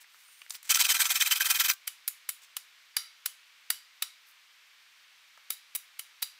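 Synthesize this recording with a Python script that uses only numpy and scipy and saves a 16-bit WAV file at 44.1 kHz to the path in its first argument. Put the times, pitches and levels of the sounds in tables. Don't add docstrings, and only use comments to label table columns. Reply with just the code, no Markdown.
import sys
import numpy as np
from scipy import signal
from scipy.fft import rfft, irfft
from scipy.io import wavfile

SR = 44100
rng = np.random.default_rng(int(sys.argv[2]) if len(sys.argv) > 2 else 0)


def unload_wav(signal):
    wavfile.write(
        sys.argv[1],
        SR,
        np.round(np.clip(np.atleast_2d(signal).T, -1, 1) * 32767).astype(np.int16),
    )


N = 281931
FFT_SIZE = 4096
HZ = np.fft.rfftfreq(FFT_SIZE, 1 / SR)

# (frequency [Hz], level [dB])
BRANCH_SPECTRUM = [(30, -24), (250, -23), (600, -16.5), (1000, -9), (1500, -4.5), (2200, -2.5),
                   (4500, -2.5), (6500, -3), (8500, 2), (10500, 3), (13000, 4.5), (15500, 2.5)]
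# (frequency [Hz], level [dB])
TWIG_SPECTRUM = [(40, -27), (300, -23), (800, -12), (2000, -2.5), (4500, -3.5), (8000, -1), (11000, -4.5),
                 (15500, -2.5)]


def gain_of(db):
    return 10 ** (np.asarray(db) / 20)


def unit(x):
    return x / np.sqrt(np.sum(x ** 2) + 1e-20)


def curve(points, hz=HZ):
    f, value = np.transpose(points)
    return np.interp(np.log(hz + 1), np.log(f + 1), value)


def add(mix, s, sound):
    part = mix[max(round(s * SR), 0):][:len(sound)]
    part += sound[:len(part)]


def coloured(x, curve_db):
    cepstrum = irfft(np.log(gain_of(curve_db)))
    cepstrum[1:FFT_SIZE // 2] *= 2
    cepstrum[FFT_SIZE // 2 + 1:] = 0
    return signal.fftconvolve(x, irfft(np.exp(rfft(cepstrum))))


def tone(thud_db=0, body_db=0, bite_db=0, fizz_db=0):
    return curve([(300, thud_db), (1100, body_db), (2000, body_db), (3200, bite_db), (5000, bite_db),
                  (8000, 0), (11000, fizz_db)])


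def resonance(hz, width, db):
    return db / (1 + (2 * (HZ - hz) / width) ** 2)


def ripple(depth_db):
    return depth_db * np.interp(HZ, np.linspace(0, SR / 2, 70), rng.standard_normal(70))


def fractures(count, per_s, spread_db=3):
    size = gain_of(spread_db * np.minimum(rng.exponential(1, count), 4))
    sign = rng.choice([-1, 1], count)
    breaks = rng.random(count) < per_s / SR
    return np.sqrt(count) * unit(size * sign * breaks)


def snap(s, db, curve_db, rise_s, fall_s):
    lead_s = .008
    t = np.arange(-lead_s, 4 * lead_s, 1 / SR)
    clicks = fractures(len(t), per_s=16000) * np.exp(np.minimum(t / rise_s, -t / fall_s))
    return s - lead_s, gain_of(db) * np.sqrt(.004 * SR) * unit(coloured(clicks, curve_db))


def crackles(rows, spectrum, per_s, spread_db):
    out = np.zeros(N)
    for s, length, db, fizz_db in rows:
        count = round(length * SR)
        clicks = fractures(count, per_s, spread_db) * signal.windows.tukey(count, .6)
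        swell = coloured(clicks, curve(spectrum) + tone(fizz_db=fizz_db))
        add(out, s, gain_of(db) * np.sqrt(count) * unit(swell))
    return out


def forest_air():
    # (frequency [Hz], level [dB])
    spectrum = [(30, -34), (170, -32), (450, -25), (700, -19.5), (1100, -9), (1500, -6), (2050, -3.5),
                (2250, -1.5), (2500, -3.5), (3700, -5.5), (6200, -12.5), (6600, -15.5), (8300, -17.5),
                (9500, -21), (14000, -21), (15500, -24)]
    # (time [s], level [dB])
    drift = [(0, -60.5), (.6, -61), (1.8, -59), (4.5, -60), (6.4, -59)]
    colour = gain_of(curve(spectrum, np.fft.rfftfreq(N, 1 / SR)))
    noise = irfft(rfft(rng.standard_normal(N)) * colour, N)
    level_db = np.interp(np.arange(N) / SR, *np.transpose(drift))
    return gain_of(level_db) * np.sqrt(N) * unit(noise)


def whistle(start_s=.21, end_s=.46, level_db=-67, pitch_hz=9100, width_hz=380):
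    count, out = round((end_s - start_s) * SR), np.zeros(N)
    band = np.exp(-((np.fft.rfftfreq(count, 1 / SR) - pitch_hz) / width_hz) ** 2)
    noise = irfft(rfft(rng.standard_normal(count)) * band, count)
    add(out, start_s, gain_of(level_db) * np.sqrt(count) * unit(noise * signal.windows.tukey(count, .5)))
    return out


def trunk_echo(early_db=-3, early_s=0.015):
    # (frequency [Hz], level [dB])
    spectrum = [(100, -27), (700, -1.5), (1400, -3), (3500, 0), (6200, 1.5), (7000, 4.5), (9000, -3),
                (9500, 2), (12000, -1.5), (13000, -3), (15500, -0.5)]
    # (frequency [Hz], time to fall 60 dB [s])
    t60 = [(200, 0.11), (1500, 0.39), (4000, 0.37), (9000, 0.26), (15000, 0.22)]
    t = np.arange(SR // 2) / SR
    taps = rng.standard_normal(len(t)) * (t > .003) * (1 + gain_of(early_db) * np.exp(-t / early_s))
    hz, frame_s, bands = signal.stft(taps, SR, nperseg=256)
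    decay_db = 60 * frame_s / curve(t60, hz)[:, None]
    bands *= gain_of(curve(spectrum, hz)[:, None] - decay_db)
    return unit(signal.istft(bands, SR, nperseg=256)[1])


def rustling():
    # (time [s], length [s], level [dB], fizz [dB])
    rustles = [(0, 0.037, -56, 1), (.03, 0.54, -63, 1.5), (.495, 0.044, -49, 5), (.53, .044, -45.5, 2.5),
               (.625, .11, -51.5, -4), (1.72, .026, -40.5, 4.5), (2.412, .046, -57.5, -4),
               (4.25, .085, -63.5, 7)]
    return crackles(rustles, TWIG_SPECTRUM, per_s=3000, spread_db=3)


def twigs(lift_db=12, rolloff_db_per_octave=5):
    # (time [s], level [dB], pitch [Hz])
    breaks = [(.043, -53, 1740), (.145, -56, 1380), (.287, -59, 1200), (0.4181, -43, 2350),
              (.464, -51.5, 1890), (.498, -43, 11800), (.5065, -31.5, 7000), (.547, -44.5, 2330),
              (.5522, -41, 4700), (.63, -45.5, 13100), (5.376, -52, 1180)]
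    out = np.zeros(N)
    for s, db, hz in breaks:
        octaves_above = np.log2(np.maximum(HZ / hz, 1))
        curve_db = curve(TWIG_SPECTRUM) + resonance(hz, hz, lift_db) - rolloff_db_per_octave * octaves_above
        add(out, *snap(s, db, curve_db, rise_s=0.00084, fall_s=0.0021))
    return out


def tearing_fibres():
    # (time [s], length [s], level [dB], fizz [dB])
    tears = [(2.083, 0.0059, -27.5, 4), (2.296, 0.0096, -41, -3), (5.513, 0.031, -42.5, 5),
             (5.753, .014, -28.5, 5.5)]
    return crackles(tears, BRANCH_SPECTRUM, per_s=6700, spread_db=4)


def hatchet(force_db=4, echo_db=-14.5, ring_echo_db=7.5, brittleness=0.53):
    # (time [s], level before force_db [dB], rise [s], thud [dB], brightness [dB], ringing [0-1],
    # most excited frequency [Hz], pitch of the branch [Hz])
    blows = [(1.8775, -28, .002, 2, -2, 0.43, 3000, 2100), (2.079, -25, 0.00076, -5, 4.5, 0.4, 2200, 2050),
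             (2.2914, -26, 0.00083, -2, 3, .5, 2200, 2150), (2.568, -30, .001, 1, -2.5, 0.25, 3400, 2560),
             (2.968, -23, 0.00086, -2, -2.5, 1, 5150, 1700),
             (3.2605, -25.5, 0.0012, -5.5, -.5, 0.39, 3000, 4700),
             (3.7039, -21.5, 0.00092, -4.5, -1, 0.58, 5000, 1860),
             (4.0241, -25, 0.001, -2, -5.5, 0.49, 3530, 3800),
             (5.505, -27, 0.0011, 8, 1.5, 0.68, 3970, 1350),
             (5.751, -30.5, 0.00062, 7.5, 2, 0.57, 4030, 2660),
             (5.9947, -33, 0.0015, 2.5, -0.5, 0.62, 3020, 2870),
             (6.2281, -25.5, 0.0032, 3, -0.5, 0.71, 4340, 3900)]
    # (frequency [Hz], width [Hz], lift before weighting [dB])
    modes = [(1316, 240, 7.5), (2190, 180, 7), (2987, 120, 11.5), (3856, 360, 9.5), (4760, 330, 9),
             (5700, 300, 7.5), (9600, 220, 5), (10280, 580, 5), (11200, 400, 4.5)]
    tilt = tone(thud_db=0.5, body_db=-0.75, bite_db=-.5, fizz_db=0.52)
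    out = np.zeros(N)
    for s, db, rise_s, thud_db, bright_db, ringing, excited_hz, branch_hz in blows:
        wood_db = curve(BRANCH_SPECTRUM) + tone(thud_db) + bright_db * tilt
        modes_db = 0
        for hz, width, lift_db in modes:
            weight = 1 + 0.98 * np.exp(-(np.log(hz / excited_hz) / 0.15) ** 2)
            modes_db += ringing * weight * resonance(hz, width, lift_db)
        branch_db = resonance(branch_hz, width=0.23 * branch_hz, db=6.5)
        fall_s = 0.0044 * np.exp(-brittleness * ringing)
        echo_gain = gain_of(echo_db + ring_echo_db * ringing)
        start, crack = snap(s, db + force_db, wood_db + branch_db + 0.96 * modes_db, rise_s, fall_s)
        add(out, start, crack)
        tail = unit(coloured(trunk_echo(), wood_db + 1.3 * modes_db + ripple(depth_db=2)))
        add(out, s, echo_gain * np.linalg.norm(crack) * tail)
    return out


def saw_strokes(push_share=.49, pull_fastest=.43):
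    # (time [s], push [dB], pull [dB], fastest point of the push [0-1])
    cycles = [(.693, -22.5, -26, .32), (.785, -22.5, -29, .48), (.883, -23, -28.5, 0.51),
              (.988, -23.5, -29.5, 0.47), (1.09, -26.5, -28.5, 0.41), (1.192, -25, -29, .5),
              (1.298, -24, -32, .5), (1.396, -27.5, -28, 0.5), (1.486, -23.5, -29, 0.52),
              (1.586, -24, -27.5, 0.46)]
    # (time [s], length [s], level [dB], fastest point [0-1])
    last_push = (1.68, 0.0458, -24, 0.44)
    rows, starts = [], [row[0] for row in cycles] + [last_push[0]]
    for (s, push_db, pull_db, fastest), period in zip(cycles, np.diff(starts)):
        push_s = push_share * period
        rows += [(s, push_s, push_db, fastest), (s + push_s, period - push_s, pull_db, pull_fastest)]
    return rows + [last_push]


def bow_saw(peak_tooth_hz=900, tooth_depth=0.4, binding_db=2, overlap_s=.003):
    # (frequency [Hz], level [dB])
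    rasp_spectrum = [(40, -53), (300, -49), (550, -31.5), (900, -20), (1300, -9.5), (2000, -6), (3500, -6),
                     (6000, -7), (8500, -8), (9200, -11), (11000, -11.5), (12700, -6), (15500, -9)]
    # (frequency [Hz], width [Hz], lift [dB])
    blade_modes = [(760, 46, 7.5), (942, 41, 9), (1174, 12, 7), (1339, 28, 9), (1568, 34, 7.5),
                   (2470, 210, 7.5), (2880, 190, -9.5), (3089, 160, 10), (3980, 150, 4.5),
                   (4540, 100, -3.5), (4740, 90, 3.5), (6080, 230, 6), (6720, 180, -5), (7850, 100, 1.5)]
    # (time [s], body [dB], bite [dB], fizz [dB])
    cut_tone = [(.7, -4, -2.5, -3.5), (1.12, -2, -3.5, -3), (1.33, 0, -2, 0), (1.7, 0, -0.5, 1)]
    # (time [s], level [dB], pitch [Hz])
    catches = [(.747, -19.5, 6100), (.773, -27, 1380), (0.8533, -21.5, 2900), (1.212, -19.5, 3340),
               (1.311, -23.5, 3020), (1.407, -21.5, 1670)]
    # (frequency [Hz], level [dB])
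    bump_spectrum = [(30, -0.5), (180, 0.5), (400, 3), (1000, -35), (4000, -60)]
    out, strokes = np.zeros(N), saw_strokes()
    blade_db = curve(rasp_spectrum) + sum(resonance(*mode) for mode in blade_modes)
    cut_s, *cut_db = np.transpose(cut_tone)
    for s, length, db, fastest in strokes:
        progress = np.linspace(0, 1, round((length + overlap_s) * SR))
        skew = np.log(.5) / np.log(fastest)
        speed = np.sin(np.pi * progress ** skew)
        teeth = 1 + tooth_depth * np.cos(2 * np.pi * np.cumsum(peak_tooth_hz * speed) / SR)
        binding = gain_of(binding_db * np.interp(progress, np.linspace(0, 1, 14), rng.standard_normal(14)))
        drive = fractures(len(progress), per_s=14000) * teeth * binding * (0.1 + abs(speed) ** 1.7)
        curve_db = blade_db + tone(0, *(np.interp(s, cut_s, band) for band in cut_db))
        rasp = sum(coloured(drive * (np.floor(4 * progress) == quarter), curve_db + ripple(depth_db=3))
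                   for quarter in range(4))
        add(out, s - overlap_s / 2, gain_of(db) * np.sqrt(len(progress)) * unit(rasp))
    bites = [(s + .33 * length, -29, 3140) for s, length, _, _ in strokes]
    for s, db, hz in catches + bites:
        add(out, *snap(s, db, blade_db + resonance(hz, hz / 3, db=20), rise_s=0.0012, fall_s=0.0026))
    for s, _, _ in bites[::2]:
        bump_db = -65.5 + 3 * rng.standard_normal()
        add(out, *snap(s, bump_db, curve(bump_spectrum), rise_s=0.0012, fall_s=0.0052))
    return out


def scene():
    air, blows, sawing = forest_air(), hatchet(), bow_saw()
    tearing = tearing_fibres()
    steps = twigs() + rustling()
    to_trunks = gain_of(-13) * steps + gain_of(-12) * tearing + gain_of(-33.5) * sawing
    echo = signal.fftconvolve(to_trunks, trunk_echo())[:N]
    return (air + whistle() + echo + steps + tearing + blows + sawing)[None]


def record(dry):
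    lowpass = signal.firwin(511, cutoff=15650, window=("kaiser", 8), fs=SR)
    return signal.oaconvolve(dry, lowpass[None], "same")


dry = scene()
out = record(dry)
unload_wav(out)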